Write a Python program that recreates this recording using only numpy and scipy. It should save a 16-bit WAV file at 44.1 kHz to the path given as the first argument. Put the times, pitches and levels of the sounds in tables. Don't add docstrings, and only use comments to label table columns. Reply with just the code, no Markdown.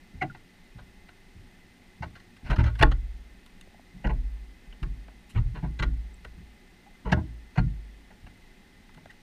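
import sys
import numpy as np
from scipy import signal
from scipy.fft import rfft, irfft
from scipy.io import wavfile
from scipy.ndimage import uniform_filter1d

SR = 44100
rng = np.random.default_rng(int(sys.argv[2]) if len(sys.argv) > 2 else 0)


def master(y):
    cut = np.clip(np.atleast_2d(y).T, -1, 1)
    pcm = np.round(cut * 32767)
    wavfile.write(sys.argv[1], SR, pcm.astype(np.int16))


N = 406587


def undb(db):
    return 10 ** (np.asarray(db) / 20)


def unit(x):
    return x / np.sqrt(np.mean(x ** 2))


def add(out, x, start_s):
    i = max(int(start_s * SR), 0)
    out[i:i + len(x)] += x[:max(N - i, 0)]


def noise(points, size, peaks=()):
    freq_hz = np.maximum(np.fft.rfftfreq(size, 1 / SR), 1)
    point_hz, point_db = np.transpose(points)
    gain = undb(np.interp(np.log(freq_hz), np.log(point_hz), point_db))
    gain = gain * np.minimum(freq_hz / point_hz[0], 1) ** 2
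    for centre_hz, width_hz, lift_db in peaks:
        offset = 2 * (freq_hz - centre_hz) / width_hz
        gain = gain * np.sqrt(1 + (undb(lift_db) ** 2 - 1) / (1 + offset ** 2))
    white = rng.standard_normal(size)
    return unit(irfft(gain * rfft(white), size))


def ring(modes, t, scatter_db, detune, signs=1):
    pitch_hz, t60_s, level_db = np.transpose(modes)
    chance = rng.standard_normal((len(pitch_hz), 2))
    gain = signs * undb(level_db + scatter_db * chance[:, 0])
    pitch_hz = pitch_hz * (1 + detune * chance[:, 1])
    decay = np.exp(-np.log(1000) * np.outer(1 / t60_s, t))
    return gain @ (np.sin(2 * np.pi * np.outer(pitch_hz, t)) * decay)


def voice(x, edges_hz, peaks_db, order, window):
    out = 0
    for low_hz, high_hz, peak_db in zip(edges_hz, edges_hz[1:], peaks_db):
        highpass = signal.butter(order, low_hz, "high", fs=SR, output="sos")
        lowpass = signal.butter(order, high_hz, fs=SR, output="sos")
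        band = signal.sosfilt(np.vstack([highpass, lowpass] * 2), x)
        peak_rms = np.sqrt(uniform_filter1d(band ** 2, window).max())
        out = out + band * undb(peak_db) / peak_rms
    return out


def tilted(colour_db, edges_hz, pivot_hz, slope_db_per_octave):
    centres_hz = np.sqrt(np.multiply(edges_hz[:-1], edges_hz[1:]))
    return np.array(colour_db) + slope_db_per_octave * np.log2(centres_hz / pivot_hz)


# pitch_hz [Hz], density_db [relative dB per Hz]
HISS_SPECTRUM = [(20, 7), (33, 6), (58, -8), (85, -4), (150, -15.5), (250, -6), (340, -18.5), (480, -20),
                 (850, -22.5), (1200, -24), (1800, -21), (3900, -24.5), (8000, -35.5), (15000, -40.5)]
# centre_hz [Hz], width_hz [Hz], lift_db [dB]
CAVITY_MODES = [(181.4, 16.5, 11.5), (370, 43, 10), (729, 45, 6), (837, 20, 10.5), (1815, 80, 6.5),
                (2038, 48, 12.5), (2530, 55, 5.5)]
HISS_RMS_DB = -54


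def camera(whine_hz=8630, whine_db=-80.5, pulse_depth=1.0, frame_hz=30):
    t = np.arange(N) / SR
    pulse = 1 + pulse_depth * np.tanh(2 * np.sin(2 * np.pi * frame_hz * t))
    whine = np.sin(2 * np.pi * whine_hz * t) * pulse
    return undb(HISS_RMS_DB) * noise(HISS_SPECTRUM, N, CAVITY_MODES) + undb(whine_db) * whine


# pitch_hz [Hz], t60_s [s], level_db [dB]
TRAP_MODES = [(39.98, 0.72, -4.5), (54.9, 0.86, -1.5), (64, 0.18, -21), (76.2, 0.22, 2.5),
              (107.5, 0.4, -7.5), (114.3, 0.37, -6.5), (129.2, 0.216, -3.5), (149.4, 0.19, -9),
              (171, 0.11, -7), (195, 0.13, -13), (244.6, 0.097, -7.5), (305.7, 0.058, -2)]
THUMP_BAND_EDGES_HZ = [33, 68, 135, 360]


def thump(push_s, peaks_db, judder_db=-9, judder_t60_s=0.31, judder_cutoff_hz=190):
    t = np.arange(SR) / SR
    push = np.sin(np.pi * np.minimum(t / push_s, 1)) ** 2
    lowpass = signal.butter(3, judder_cutoff_hz, fs=SR, output="sos")
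    judder = unit(signal.sosfilt(lowpass, rng.standard_normal(len(t))))
    judder_gain = undb(judder_db - 60 * t / judder_t60_s) * (1 - np.exp(-t / 0.0011))
    force = push + judder * judder_gain
    modes = ring(TRAP_MODES, t, scatter_db=4.0, detune=0.027)
    sound = signal.fftconvolve(force, modes)[:len(t)]
    return voice(sound, THUMP_BAND_EDGES_HZ, peaks_db, order=2, window=SR // 50)


THUMP_BAND_DB = [1.5, -3, -3.5]
THUMP_PIVOT_HZ = 95
PUSH_S, PUSH_HALVING_DB = 0.0096, 10.5
# start_s [s], level_db [dB], firmness_db [dB per octave], mount_boom_db [dB]
BODY_BLOWS = [(0.136, -41.5, 1, -2), (0.214, -37.5, 6.5, 2), (.75, -44, 3.5, -8), (1.351, -50, 1.5, 11),
              (2.004, -34, 6.5, 8.5), (2.43, -35, -0.4, 5.5), (2.491, -17.5, -0.2, 2.5),
              (2.578, -17, 0, 10), (2.798, -27, 4, 13), (2.817, -16.5, -3.5, 0), (3.939, -41.5, 2, 1),
              (4.042, -22, -1, -4), (4.146, -32.5, -4.5, -15), (4.666, -45.5, -3.5, 0),
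              (4.817, -27, -1.5, -1.5), (5.338, -41, 4.5, 9), (5.355, -22, -1, 8.5),
              (5.433, -39.5, -12.5, 8.5), (5.536, -39.5, 4.5, 4), (5.625, -26.5, 2, -6),
              (5.792, -26.5, 0, -8), (5.851, -26.5, -3.5, -4), (6.237, -44, -2, 5), (6.363, -42, 1, 7),
              (7.046, -28, -0.5, -3), (7.118, -19.5, 6.5, 5.5), (7.164, -32, 5.5, -3),
              (7.574, -18, 3.5, -6), (8.219, -43, 0, 6), (8.962, -64, 14.5, 5)]


def blows():
    out = np.zeros(N)
    for start_s, level_db, firmness_db, mount_boom_db in BODY_BLOWS:
        colour_db = tilted(THUMP_BAND_DB, THUMP_BAND_EDGES_HZ, THUMP_PIVOT_HZ, firmness_db)
        sway_db, boom_db, shudder_db = level_db + colour_db
        push_s = PUSH_S * 2 ** (-firmness_db / PUSH_HALVING_DB)
        add(out, thump(push_s, [sway_db, boom_db + mount_boom_db, shudder_db]), start_s)
    return out


def chirp(pitch_hz, peak_db, swell_cycles, waver=0.053):
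    t = np.arange(SR // 10) / SR
    age = t * pitch_hz / swell_cycles
    swell = age ** 2 * np.exp(2 * (1 - age))
    drift = unit(uniform_filter1d(rng.standard_normal(len(t)), size=SR // 300))
    phase_cycles = np.cumsum(pitch_hz * (1 + waver * drift)) / SR
    return undb(peak_db) * swell * np.sin(2 * np.pi * phase_cycles)


# start_s [s], pitch_hz [Hz], peak_db [dB], swell_cycles [cycles]
SQUEAKS_AND_PLOPS = [(.211, 742, -26, 12.4), (0.209, 2088, -28, 23), (0.223, 315, -32.5, 4.7),
                     (0.296, 1440, -41, 11), (3.674, 565, -45.5, 0.68), (3.745, 700, -46.5, 1.3),
                     (3.795, 678, -45, 1.2), (4.724, 2970, -47.5, 12), (6.142, 8200, -51, 11),
                     (6.858, 780, -51, 10.4), (9.058, 630, -38, 1), (9.095, 1890, -45, 16)]


def chirps():
    out = np.zeros(N)
    for start_s, pitch_hz, peak_db, swell_cycles in SQUEAKS_AND_PLOPS:
        add(out, chirp(pitch_hz, peak_db, swell_cycles), start_s)
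    return out


# pitch_hz [Hz], t60_s [s], level_db [dB]
CASE_MODES = [(320, 0.15, 0.5), (363.8, 0.15, -5), (458.5, 0.2, -13), (621, 0.15, -8.5), (747, .07, -9.5),
              (860.4, 0.058, 4.5), (1000, 0.056, 5.5), (1095, 0.13, -2), (1434, 0.14, -11),
              (1539, 0.024, 4.5), (1666, 0.017, -4), (1924, 0.08, -25), (1920, 0.024, 0),
              (2020, 0.093, -17), (2363, 0.029, -32.5), (2820, 0.01387, 3.5), (3186, 0.038, -19),
              (3336, .04, -19.5), (3930, 0.028, -18), (4188, 0.02, -12), (4230, 0.025, -9),
              (4470, .04, -28), (4710, 0.024, -25.5), (5478, 0.012, -29), (6590, 0.013, -15)]
# pitch_hz [Hz], level_db [dB]
CASE_WASH = [(300, 0), (900, 15.5), (2200, -1.5), (3200, -6.5), (5500, -26.5), (7500, -25), (10000, -53),
             (15000, -58)]
KNOCK_BAND_EDGES_HZ = [330, 1150, 2800, 6500, 12500]


def knock(contact_s, peaks_db, slips_per_s=2600, grain_db=2.0, wash_db=-3, wash_t60_s=0.016,
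          tail_db=-22, tail_t60_s=0.16):
    t = np.arange(SR // 4) / SR
    age = t / contact_s
    pressure = (1 - np.exp(-age / .15)) ** 2 / (1 + age ** 5)
    slips = rng.random(len(t)) < slips_per_s / SR
    strength = undb(grain_db * rng.standard_normal(len(t)))
    force = pressure * slips * strength * rng.choice([-1, 1], len(t))
    signs = (-1) ** (np.arange(len(CASE_MODES)) // 2)
    modes = ring(CASE_MODES, t, scatter_db=1.0, detune=0.0076, signs=signs)
    decay = undb(-60 * t / wash_t60_s) + undb(tail_db - 60 * t / tail_t60_s)
    wash = noise(CASE_WASH, len(t)) * decay
    response = unit(modes) + undb(wash_db) * unit(wash)
    sound = signal.fftconvolve(force, response)[:len(t)]
    return voice(sound, KNOCK_BAND_EDGES_HZ, peaks_db, order=4, window=SR // 200)


KNOCK_BAND_DB = [-1, 0.5, -10, -29.5]
KNOCK_PIVOT_HZ = 1800
# start_s [s], contact_s [s], level_db [dB], hardness_db [dB per octave]
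CASE_CONTACTS = [(.212, 0.019, -32.5, 0), (0.344, 0.013, -48, -2), (0.778, 0.02, -50, -0.5),
                 (1.084, 0.0095, -50.5, 2.5), (2.019, 0.022, -36, -3), (2.149, 0.019, -50.5, 2.5),
                 (2.194, 0.012, -55, 4), (2.362, 0.012, -57.5, 6.5), (2.442, 0.051, -45.5, 0),
                 (2.497, 0.021, -30.5, 0), (2.52, 0.02, -35.5, -1.5), (2.558, 0.0095, -38, 1.5),
                 (2.579, 0.032, -34, -1.5), (2.632, 0.022, -38.5, 1.5), (2.65, 0.035, -38, 0.5),
                 (2.749, .012, -47.5, 3), (2.786, 0.015, -33.5, 2.5), (2.808, 0.015, -25.5, -1.5),
                 (2.823, 0.0088, -12.5, 0), (2.91, 0.013, -35, 1.5), (3.46, 0.0038, -61, 11.5),
                 (3.61, 0.004, -58.5, 13.5), (4.038, .021, -36, -3), (4.067, 0.0068, -37.5, -1.5),
                 (4.087, .026, -41.5, -5), (4.725, 0.0042, -56.5, 0), (4.827, 0.0084, -41, 2),
                 (5.079, .005, -55, -4), (5.289, 0.028, -62.5, 13), (5.344, 0.028, -41.5, -0.5),
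                 (5.368, 0.02, -41, -0.5), (5.541, 0.038, -44, -2), (5.622, 0.034, -48.5, -6),
                 (5.788, 0.015, -33, 2.5), (5.82, .016, -29, 1.5), (6.244, 0.0097, -42.5, 2.5),
                 (7.046, 0.035, -43, -6.5), (7.088, 0.019, -42.5, -2.5), (7.116, .016, -21, -1.5),
                 (7.155, 0.038, -49, -7.5), (7.553, 0.013, -44, -3), (7.571, 0.02, -30, -2),
                 (8.1, 0.016, -56, -2), (8.261, 0.014, -52, -0.5), (8.888, 0.0045, -56, -1),
                 (8.937, 0.013, -61, 9), (8.972, 0.0033, -55.5, -2.5), (9.056, 0.0015, -53, 4),
                 (9.1, .016, -60, 8.5)]


def contacts():
    out = np.zeros(N)
    for start_s, contact_s, level_db, hardness_db in CASE_CONTACTS:
        colour_db = tilted(KNOCK_BAND_DB, KNOCK_BAND_EDGES_HZ, KNOCK_PIVOT_HZ, hardness_db)
        add(out, knock(contact_s, level_db + colour_db), start_s)
    return out


def nibbles(count=30, level_db=-68, sharp_db=-6, contact_s=0.0093, crisp_db=-12):
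    out = np.zeros(N)
    peaks_db = level_db + np.array([0.6 * sharp_db, 0, sharp_db, crisp_db])
    for place in rng.random(count):
        add(out, knock(contact_s, peaks_db), place * N / SR)
    return out


def scene():
    return (camera() + blows() + chirps() + contacts() + nibbles())[None]


TOP_HZ = 15300


def record(dry):
    clipped = np.clip(dry, -1, 1)
    lowpass = signal.ellip(10, .1, 80, TOP_HZ, fs=SR, output="sos")
    return signal.sosfilt(lowpass, clipped)


dry = scene()
out = record(dry)
master(out)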